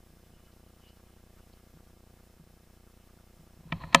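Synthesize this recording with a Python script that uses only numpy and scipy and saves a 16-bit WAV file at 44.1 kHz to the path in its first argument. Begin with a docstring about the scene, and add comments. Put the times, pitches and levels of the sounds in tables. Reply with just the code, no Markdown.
"""Hiss, a soft frame-rate buzz and a thin whine: the electronics of a hand-held camera in a still forest.
The buzz is a current switching on and off once a frame. Fingers bump the case now and then and its
modes ring; the grip creaks faintly. Near the end the fingers rub over the case in stick-slip grains
and knock it, and the loudest knock overloads the microphone."""
import sys
import numpy as np
from scipy import signal
from scipy.fft import rfft, irfft
from scipy.io import wavfile

SR = 44100
rng = np.random.default_rng(int(sys.argv[2]) if len(sys.argv) > 2 else 0)


def unload_wav(signal):
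    """Save mono or channel-first audio to the path in sys.argv[1] as 16-bit WAV at rate SR, clipped to [-1, 1]."""
    wavfile.write(
        sys.argv[1],
        SR,
        np.round(np.clip(np.atleast_2d(signal).T, -1, 1) * 32767).astype(np.int16),
    )


N = 176400  # 4 s


def undb(db):
    """Decibels to gain."""
    return 10 ** (np.asarray(db) / 20)


def unit(x):
    """Scale to rms 1."""
    return x / np.std(x)


def cut(x, hz, kind="low", order=2):
    """Low-pass or high-pass."""
    return signal.sosfilt(signal.butter(order, min(hz, .45 * SR), kind, fs=SR, output="sos"), x)


def band(x, hz, width_hz):
    """One resonance, gain 1 at the centre."""
    return signal.lfilter(*signal.iirpeak(hz, hz / width_hz, fs=SR), x)


def noise():
    """White noise."""
    return rng.standard_normal(N)


def wander(hz):
    """Random drift below hz, rms 1."""
    return unit(cut(noise(), hz))


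# Each row: mode frequency in Hz, gain in dB, decay time T60 in seconds.
CASE_MODES = [(169.2, 2, 0.11), (249.3, -1, 0.12), (296, 2, 0.027), (550, 2, 0.12), (675, 6, 0.038),
              (940, 6.5, 0.034), (1013, 5.5, 0.029), (1272, 5, 0.027), (1736, 4, 0.038), (1867, 4, 0.017),
              (2320, 3, 0.02), (2570, -2.5, 0.039), (3080, -7.5, 0.053), (3170, -9, 0.052),
              (4580, -20, 0.058), (5670, -26, 0.03)]

def case_ring(drive):
    """The camera case rings in damped modes."""
    return sum(undb(db) * band(drive, hz, np.log(1000) / np.pi / t60_s) for hz, db, t60_s in CASE_MODES)


# Each row: start in seconds, clack in dB, thump in dB, contact length in seconds, low-pass in Hz.
KNOCK_HITS = [(3.7209, 4, -11, 0.00857, 3830), (3.8358, -4.5, -24, .007, 1800),
              (3.926, -8.5, -32, 0.01, 5150), (3.9458, 26.5, -3.5, 0.0048, 9900),
              (3.958, -2, -43, 0.00086, 14000)]
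# Each row: start in seconds, push level in dB.
FINGER_BUMPS = [(.305, -37), (0.681, -41), (1.74, -33.5), (2.394, -30), (3.389, -33), (3.587, -32),
                (3.652, -26), (3.755, -29)]

def knocks(t, push_hz=161.3, push_width_hz=64, crack_db=-50, crack_hz=7900):
    """Hard contacts and soft pushes ring the case; the hard ones also crack directly."""
    hard, soft = np.zeros(N), np.zeros(N)
    for start_s, clack_db, thump_db, length_s, top_hz in KNOCK_HITS:
        i = int(start_s * SR)
        contact = cut(clatter(length_s), top_hz, order=4)[:N - i]
        hard[i:i + len(contact)] += undb(clack_db) * contact
        soft += undb(thump_db) * push(t, start_s)
    for start_s, db in FINGER_BUMPS:
        soft += undb(db) * push(t, start_s)
    thumps = band(band(soft + 1e-18, push_hz, push_width_hz), push_hz, push_width_hz)
    crack = cut(cut(hard + 1e-18, crack_hz, order=1), 170, "high")
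    return case_ring(hard + thumps) + undb(crack_db) * crack


def clatter(length_s, chatter_db=-7.5, chatter_s=0.0031):
    """A brief hard, rough contact that dies away in fine chatter."""
    grit = rng.standard_normal(4096)
    age_s = np.arange(len(grit)) / SR
    window = np.sqrt(np.abs(np.sin(np.pi * np.minimum(age_s / length_s, 1))))
    for _ in range(12):  # flatten the spectrum
        spectrum = rfft(grit * window)
        grit = irfft(spectrum / (np.abs(spectrum) + 1e-12))
    grit *= window
    chatter = np.exp(-age_s / chatter_s) * rng.standard_normal(len(grit)) / np.sqrt(chatter_s * SR / 2)
    return grit / np.linalg.norm(grit) + undb(chatter_db) * chatter


def push(t, start_s, length_s=0.0022):
    """A soft half-sine push of a fingertip."""
    return np.sin(np.pi * np.clip((t - start_s) / length_s, 0, 1))


# Each row: time in seconds, rub level in dB, rumble level in dB.
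SLIDE_LEVELS = [(3.3, -95, -76), (3.6, -78, -68.5), (3.69, -68, -57), (3.715, -60.5, -50),
                (3.765, -55, -39), (3.79, -58, -53), (3.821, -47.5, -44), (3.86, -57.5, -46),
                (3.91, -57, -52), (3.96, -39, -50), (4.0, -42, -41)]
# Each row: centre in Hz, width in Hz, relative gain in dB.
RUB_BANDS = [(294, 72, -6), (770, 290, -1), (1007, 100, 11), (1230, 160, -37), (1760, 320, -3.5),
             (2470, 130, -5), (3270, 250, -9), (3860, 280, -5.5), (4080, 260, -9)]

def finger_slide(t, grain_depth=0.12, top_hz=4330, hiss_db=-18.5, rumble_hz=130):
    """Skin sticks and slips on the case in fine grains, over the rumble of the grip."""
    times_s, rub_db, rumble_db = np.array(SLIDE_LEVELS).T
    grains = noise() * np.exp(grain_depth * wander(500))
    body = sum(undb(db) * band(grains, hz, width_hz) for hz, width_hz, db in RUB_BANDS)
    rub = unit(cut(body, top_hz, order=16)) + undb(hiss_db) * unit(cut(grains, 5500))
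    rumble = unit(cut(cut(noise(), rumble_hz, order=3), 23, "high"))
    return rub * undb(np.interp(t, times_s, rub_db)) + rumble * undb(np.interp(t, times_s, rumble_db))


FRAME_HZ = 29.97

def frame_buzz(t, first_s=.0305, on_s=.007, step_db=-46.5, off_boost_db=2.5, sag_hz=84.6, edge_hz=895):
    """A current switches on and off once a frame; each step sags away."""
    starts_s = np.arange(first_s - 1 / FRAME_HZ, N / SR, 1 / FRAME_HZ)
    on_size, off_size = undb(1.5 * rng.standard_normal((len(starts_s), 2))).T  # 1.5 dB scatter
    steps = np.zeros(N)
    for when_s, size in ((starts_s, on_size), (starts_s + on_s, -undb(off_boost_db) * off_size)):
        inside = (when_s > 0) & (when_s < t[-1])
        steps[(when_s[inside] * SR).astype(int)] = size[inside]
    sagging = signal.lfilter([1], [1, -np.exp(-2 * np.pi * sag_hz / SR)], steps)
    return undb(step_db) * cut(sagging, edge_hz)


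def whine(t, base_hz=235.65, base_db=-75, db_per_octave=-4):
    """The electronics whine thinly in odd harmonics, from the third up."""
    tone = np.zeros(N)
    for k in range(3, 40, 2):
        rms = undb(base_db + db_per_octave * np.log2(k))
        tone += np.sqrt(2) * rms * np.sin(2 * np.pi * (k * base_hz * t + rng.random()))
    return tone


# Each row: peak time in seconds, level in dB, Gaussian sigma in seconds.
CREAK_SWELLS = [(0.463, -73, .006), (0.525, -73, .009), (.89, -66, 0.009), (0.97, -73, .008),
                (1.535, -66, 0.0051)]
# Each row: centre in Hz, width in Hz, relative level in dB.
CREAK_BANDS = [(3020, 300, 0), (4330, 1200, 2), (5080, 1100, -2)]

def grip_creaks(t):
    """The grip creaks faintly in a few high resonances."""
    swells = sum(undb(db) * np.exp(-.5 * ((t - peak_s) / sigma_s) ** 2)
                 for peak_s, db, sigma_s in CREAK_SWELLS)
    ring = sum(undb(db) * unit(band(band(noise(), hz, width_hz), hz, width_hz))
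               for hz, width_hz, db in CREAK_BANDS)
    return swells * unit(ring)


def flutter(t, peak_s=0.089, level_db=-72, flicker_db=2.4, hz=1300, width_hz=320):
    """A faint whisper on every third frame, perhaps the lens adjusting."""
    phase = (t - peak_s) * FRAME_HZ / 3
    gate = np.abs(np.cos(np.pi * phase)) ** 5 * undb(flicker_db * wander(5.8))
    whisper = unit(cut(band(noise(), hz, width_hz), 2400))
    return undb(level_db) * gate * whisper


# Each row: time in seconds, level in dB.
SHIMMER_LEVELS = [(0, -87.5), (.5, -84.5), (.95, -80), (1.25, -91), (1.42, -82), (1.7, -92), (4, -91)]

def grip_shimmer(t, hz=2947, width_hz=170, flicker_db=6):
    """A faint ring near the lowest creak resonance flickers throughout."""
    level_db = np.interp(t, *np.array(SHIMMER_LEVELS).T) + flicker_db * wander(7.4)
    return undb(level_db) * unit(band(noise(), hz, width_hz))


# Each row: frequency in Hz, relative spectral density in dB.
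AIR_SPECTRUM = [(15, 32.5), (42, 26.5), (70, 14), (120, 6), (160, 30.5), (200, 11), (240, 14.5), (310, 18),
                (900, 8.5), (1700, 7.5), (3600, 4.5), (4800, 3), (5250, 8), (5700, 3.5), (7000, 3),
                (15500, 3)]

def air(level_db=-63.5, swell_db=0.5):
    """Still forest air under the hiss of the microphone."""
    hz, db = np.array(AIR_SPECTRUM).T
    bins_hz = np.fft.rfftfreq(N, 1 / SR)
    colour = undb(np.interp(np.log(bins_hz + 1), np.log(hz), db))
    hiss = unit(irfft(rfft(noise()) * colour, N))
    return hiss * undb(level_db - swell_db * wander(8))


def scene(port_lag_db=-24, port_hiss_db=-75.5):
    """All sources are centred; two close microphone ports differ by a tiny lag and by hiss."""
    t = np.arange(N) / SR
    handling = knocks(t) + finger_slide(t) + grip_creaks(t) + grip_shimmer(t)
    mid = handling + frame_buzz(t) + whine(t) + flutter(t) + air()
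    side = undb(port_lag_db) * np.gradient(mid) + undb(port_hiss_db) * cut(noise(), 1500, "high")
    return np.array([mid + side, mid - side])


def record(dry, top_hz=15400):
    """The input saturates at full scale and the top is cut."""
    return signal.sosfilt(signal.ellip(10, .1, 60, top_hz, fs=SR, output="sos"), np.tanh(dry))


dry = scene()
out = record(dry)
unload_wav(out)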